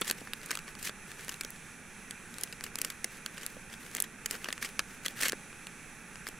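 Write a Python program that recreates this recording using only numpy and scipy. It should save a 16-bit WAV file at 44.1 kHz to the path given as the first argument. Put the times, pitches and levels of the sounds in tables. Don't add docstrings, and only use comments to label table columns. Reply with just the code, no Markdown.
import sys
import numpy as np
from scipy import signal
from scipy.fft import rfft, irfft
from scipy.io import wavfile
from scipy.ndimage import uniform_filter1d

SR = 44100
rng = np.random.default_rng(int(sys.argv[2]) if len(sys.argv) > 2 else 0)


def volts(x):
    e = np.asarray(x, float) / 20
    return 10 ** e


def digitize_waveform(pressure):
    field = np.atleast_2d(pressure).T
    bounded = np.clip(field, -1, 1)
    quanta = np.round(bounded * 32767).astype(np.int16)
    wavfile.write(sys.argv[1], SR, quanta)


N = 281793

# low edge f/Hz, high edge f/Hz, unshared (side) level/dB
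PAPER_BANDS = [(197, 540, -19), (1097, 2660, -20.5), (2400, 7570, -11.5), (7580, 14150, -5)]


def colour(x, points):
    hz, db = np.transpose(points)
    f = np.maximum(np.arange(N // 2 + 1) * SR / N, 1)
    gain_db = np.interp(np.log(f), np.log(hz), db)
    return irfft(rfft(x) * volts(gain_db), N)


def unit(x):
    return x / np.sqrt(np.mean(x ** 2, axis=-1, keepdims=True))


def band(x, lo_hz, hi_hz, order=2):
    edges_hz = [lo_hz, min(hi_hz, .45 * SR)]
    return signal.sosfilt(signal.butter(order, edges_hz, "band", fs=SR, output="sos"), x)


def walk(rate):
    hold = int(SR / rate)
    steps = np.repeat(rng.standard_normal(N // hold + 1), hold)
    return 0.99 * uniform_filter1d(uniform_filter1d(steps, hold), hold)[:N]


def curve(rows):
    s, *columns = np.transpose(rows)
    return [np.interp(np.arange(N) / SR, s, c) for c in columns]


def ports(mid, side, side_db):
    return np.array([mid + volts(side_db) * side, mid - volts(side_db) * side])


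def burner():
    # f/Hz, relative level/dB per Hz
    flame_points = [(15, 1), (30, -2), (54, -6), (100, -6.5), (170, 0.5), (220, 1), (300, -7.5), (430, -8),
                    (660, -16), (870, -8.5), (990, -16), (1300, -71)]
    roar_points = [(800, -50), (990, -9.5), (1150, -2.5), (1250, -2.5), (1520, 2.5), (1950, -0.5),
                   (2180, -2.5), (2400, 2), (2750, -3.5), (2980, -25), (3400, -68)]
    jet_points = [(2600, -40), (3000, 3), (3150, 3), (3900, 0.5), (4900, -6), (5400, -1.5), (5950, 6.5),
                  (6900, 1.5), (7600, 4.5), (8600, 2), (9700, 2.5), (10200, 9), (11200, -5.5), (15800, -19)]
    # spectrum, overall level/dB
    parts = [(flame_points, -53.5 + 0.54 * walk(9)),
             (roar_points, -53 + 0.62 * walk(10)),
             (jet_points, -56.5 + 1.2 * walk(9))]
    return sum(unit(colour(rng.standard_normal(N), points)) * volts(db) for points, db in parts)


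def stove():
    # f/Hz, left minus right level/dB
    pan = [(60, -5.5), (1290, -2), (2380, -5), (4400, -3.5), (15000, 1.5)]
    # f/Hz, level/dB
    diffuse = [(30, -32), (60, -5), (250, -24.5), (640, -2.5), (1300, -25), (2200, -14), (3300, -19),
               (4500, -6), (15000, -9.5)]
    direct = burner()
    scattered = colour(burner(), diffuse)
    left = colour(direct, [(hz, db / 2) for hz, db in pan])
    right = colour(direct, [(hz, -db / 2) for hz, db in pan])
    return np.array([left + scattered, right - scattered])


def fibres(shape, scatter_db):
    return rng.standard_normal(shape) * volts(scatter_db * rng.exponential(size=shape))


def paper_band(x, k):
    lo_hz, hi_hz, _ = PAPER_BANDS[k]
    return (-1) ** k * unit(band(x, lo_hz, hi_hz))


def slides():
    # middle t/s, level/dB before the band shares, length t/s
    slide_rows = [(0.19, -61, 0.14), (0.427, -63.5, 0.17), (0.531, -57, 0.08), (0.692, -62, 0.048),
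                  (1.097, -62, 0.052), (1.216, -59.5, 0.13), (1.321, -60, 0.088), (2.421, -60.5, 0.16),
                  (2.655, -57.5, .06), (2.85, -59.5, 0.15), (3.144, -58, 0.068), (3.426, -60, 0.2),
                  (3.729, -59.5, .05), (3.846, -60, .1), (3.981, -56.5, 0.11), (4.335, -50, 0.056),
                  (4.462, -60.5, 0.19), (4.922, -61, 0.085), (5.083, -58.5, 0.088), (6.281, -67, 0.086)]
    t = np.arange(N) / SR
    effort = volts(-75.5)
    for middle_s, db, length_s in slide_rows:
        effort = effort + volts(db) * np.exp(-(2 * (t - middle_s) / max(length_s, .01)) ** 2)
    return effort


def creases(count=50):
    # t/s, level/dB over 4 ms,
    # brightness (0 sheet ring, 1 crack, 2 tick), length t/ms
    snap_rows = [(.0126, -31.5, 8.5, 0.95), (.0158, -27.5, 0.1, 5.7), (.0787, -34, 1.5, 6),
                 (.099, -29, 0.9, 2.1), (.111, -25.5, 1.7, 1.8), (.2727, -41.5, -1.3, 3.3),
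                 (.3343, -32.5, .7, 2.2), (.46, -41.5, 3, 2.2), (.495, -41, -1, 12),
                 (.5072, -29.5, 0.54, 5.2), (.5142, -29.5, 0.65, 1.15), (.5297, -41, -1, 1.6),
                 (.553, -34.5, 1.1, 1.7), (.573, -35.5, 0.5, 0.58), (.5896, -40, .5, 1.9),
                 (.679, -41.5, -0.4, 2.8), (.7521, -44.5, .1, 1.8), (.8271, -38.5, 2.2, 5.3),
                 (.8941, -36, 0.1, 2.5), (1.1159, -42.5, 0.5, 2.1), (1.1944, -48, 0, 1),
                 (1.2475, -47, 2.5, 1), (1.2926, -33.5, 1.2, 2.9), (1.321, -44, .8, 2),
                 (1.342, -42, 1.1, 1.5), (1.4098, -32, 1.0, 2.3), (1.4346, -44, 1, 1.8),
                 (1.4482, -37.5, 1.1, 1.9), (1.5047, -41.5, 8, 1.3), (2.1094, -37.5, 1.5, 1.54),
                 (2.3415, -46, 1.0, .9), (2.3842, -40, 1.5, 0.66), (2.4113, -39, 3, 2),
                 (2.435, -29, 2.5, 2.5), (2.5256, -39, 0.5, 4.5), (2.609, -40.5, 0.1, 0.53),
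                 (2.6386, -35, 1.5, 3.8), (2.6639, -40.5, 0, 4.7), (2.7564, -33, 1.2, 0.95),
                 (2.787, -35, 1.5, 2), (2.8162, -27.5, 2.3, 1.6), (2.8478, -30, 1.5, 2.1),
                 (2.9015, -36, 1.3, 3.1), (3.044, -28, 1.44, 2.1), (3.2616, -33, 0.9, 1.5),
                 (3.379, -40, 0.3, 3.4), (3.4323, -41.5, .9, 3.3), (3.464, -32.5, 2.2, 0.4),
                 (3.7391, -44.5, .8, 2.5), (3.9498, -32.5, 2, 0.89), (3.9626, -39.5, -0.5, 1.7),
                 (3.9677, -35.5, 2.3, 1.1), (3.9836, -38.5, -1, 1.7), (4.002, -25.5, 3.1, 2.1),
                 (4.0232, -26, 3.5, 0.12), (4.0392, -39, .9, 7.2), (4.2597, -29, 1.5, 2.3),
                 (4.31, -30.5, 2, 1.9), (4.3418, -44, -1.5, 2.7), (4.3515, -40, -0.2, 3.1),
                 (4.4442, -35, 0.5, 1.7), (4.456, -37, -1.4, 9.5), (4.4859, -32.5, -0.1, 4.4),
                 (4.5047, -39.5, -0.2, 0.33), (4.5266, -31.5, .9, 2.4), (4.5792, -41, -0.2, 0.66),
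                 (4.6265, -34, 0.7, 4.5), (4.647, -32.5, 0.6, 12), (4.793, -24, 0.5, 1.65),
                 (4.8002, -37, -0.4, 3.5), (5.0478, -40.5, .5, 6.8), (5.0551, -36, .5, 3.3),
                 (5.0611, -28.5, .9, 3.5), (5.0823, -35, 1.2, 1.2), (5.192, -47, 1.5, 2.2),
                 (5.2135, -32, 8, 0.45), (5.2325, -27, 1, 2.5), (5.2544, -26, .4, 13),
                 (5.2829, -29, 1.9, 1.4), (5.2966, -32, 1.0, 1.1), (5.3214, -33, 1.0, 1.1),
                 (5.3302, -33.5, -1.5, 3.3), (5.5288, -45.5, -1.7, 2.4), (5.6696, -40.5, 0.8, 1.3),
                 (6.1571, -44, 0, 0.61), (6.2686, -36, 0, 2), (6.2762, -41, 1.5, 3.6),
                 (6.287, -40, 1.9, 2.1)]
    # t/s, level/dB
    thump_rows = [(0.013, -32.5), (0.104, -37.5), (0.2142, -41.5), (.8941, -42), (1.4482, -43.5),
                  (3.044, -41), (3.5671, -42), (3.9497, -43.5), (4.337, -46), (4.4859, -38), (5.3304, -33),
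                  (6.287, -43)]
    faint_db, faint_scatter_db, faint_ms = -48, 3.0, 2.5
    focus_db = 3.5
    thud_db, thud_dull_db = -14, 3.0
    thump_ms = 4.5

    busy = np.cumsum(slides() ** 2)
    chance = rng.random((count, 3))
    faint_s = np.searchsorted(busy, chance[:, 0] * busy[-1]) / SR
    faint_level_db = faint_db + faint_scatter_db * np.log(1 - chance[:, 1])
    faint = np.column_stack([faint_s, faint_level_db, 2 * chance[:, 2], np.full(count, faint_ms)])

    s, db, bright, ms = np.vstack([snap_rows, faint]).T[..., None]
    share_db = -focus_db * (np.arange(3) - bright) ** 2
    share_db = share_db - 10 * np.log10(np.sum(volts(share_db) ** 2, axis=1, keepdims=True))
    body_db = db + thud_db - thud_dull_db * bright
    folds = np.hstack([s, body_db, db + share_db, ms])
    knocks = [(t, level_db, level_db - 16, level_db - 25, level_db - 26, thump_ms)
              for t, level_db in thump_rows]
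    return np.vstack([folds, knocks])


def snaps(size=1024):
    sheet_notes = (1903, 3150, 5060, 7890, 10920)
    ground_ms, ground_db = 1.8, -18.5
    rows = creases()
    length_ms = rows[:, 5:]
    t = np.arange(size) / SR
    fade = np.exp(-1.1 * t / (np.maximum(length_ms, .1) / 1000))
    push = np.moveaxis(fibres((len(rows), 2, size), 0.66), 1, 0) * fade
    push *= 1 + 3.7 / (1 + length_ms ** 2) * np.exp(-t / 0.00027)
    lag = int(ground_ms / 1000 * SR)
    push[..., lag:] += volts(ground_db) * push[..., :-lag]

    detune_octaves = .16 * rng.standard_normal((len(rows), len(sheet_notes)))
    notes_hz = np.array(sheet_notes) * 2 ** detune_octaves
    notes_hz = np.minimum(notes_hz, .4 * SR)[..., None]
    note_fade = np.exp(-t * np.sqrt(notes_hz) / .042)
    ring = (note_fade * np.sin(2 * np.pi * notes_hz * t)).sum(axis=1)
    rung = push + .11 * signal.fftconvolve(push, ring[None], axes=2)[..., :size]

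    sound = 0
    for k, (*_, side_db) in enumerate(PAPER_BANDS):
        mid, side = paper_band(rung, k) * volts(rows[:, k + 1:k + 2])
        sound = sound + ports(mid, side, side_db)
    sound = sound * np.sqrt(SR / 250 / size)
    out = np.zeros((2, N + size))
    for k, s in enumerate(rows[:, 0]):
        start = int(s * SR)
        out[:, start:start + size] += sound[:, k]
    return out[:, :N]


def paper_noise(shares_db, ring_db, scatter_db, rate, judder_db):
    push = fibres((2, N), scatter_db) * volts(judder_db * walk(rate))
    push += 1.3 * signal.lfilter(*signal.iirpeak(1800, 5, SR), push)
    out = 0
    for k, (*_, side_db) in enumerate(PAPER_BANDS):
        level_db = shares_db[k] + (k < 2) * ring_db + 2 * walk(rate / 2)
        mid, side = paper_band(push, k) * volts(level_db)
        out = out + ports(mid, side, side_db)
    return out


def rips():
    # start t/s, loudest t/s, stop t/s, level/dB before the band shares,
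    # sag to the stop level/dB, sheet ring level/dB over the rest
    pull_rows = [(.035, .07, .13, -51, 9, 1.5), (.79, .875, .894, -50, 2, -5),
                 (4.61, 4.625, 4.7, -53.5, 13, 0), (5.16, 5.245, 5.297, -47.5, 3, 2.5)]
    rip_shares = (-1, 9, 8.5, 7.5)
    rise_db, stop_s = 21, .006
    pulls = []
    for start, top, stop, db, sag_db, ring_db in pull_rows:
        pulls.append(curve([(start - .02, -99, 0),
                            (start, db - rise_db, ring_db),
                            ((start + top) / 2, db - rise_db / 4, ring_db),
                            (top, db, ring_db),
                            (stop, db - sag_db, ring_db),
                            (stop + stop_s, -99, 0)]))
    level_db = np.max([db for db, _ in pulls], axis=0)
    ring_db = np.sum([ring for _, ring in pulls], axis=0)
    return volts(level_db) * paper_noise(rip_shares, ring_db, scatter_db=3, rate=260, judder_db=4.2)


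def rustle():
    rustle_shares = (-1.3, 1.1, -0.6, -1.6)
    return slides() * paper_noise(rustle_shares, 0, scatter_db=3, rate=150, judder_db=3)


def scene():
    return stove() + snaps() + rips() + rustle()


def low_pass(x):
    return signal.sosfilt(signal.butter(12, 16820, fs=SR, output="sos"), x)


def record(dry):
    top_hz = 15700
    dull = signal.sosfilt(signal.cheby1(10, .5, top_hz, fs=SR, output="sos"), dry)
    return low_pass(dull)


dry = scene()
out = record(dry)
digitize_waveform(out)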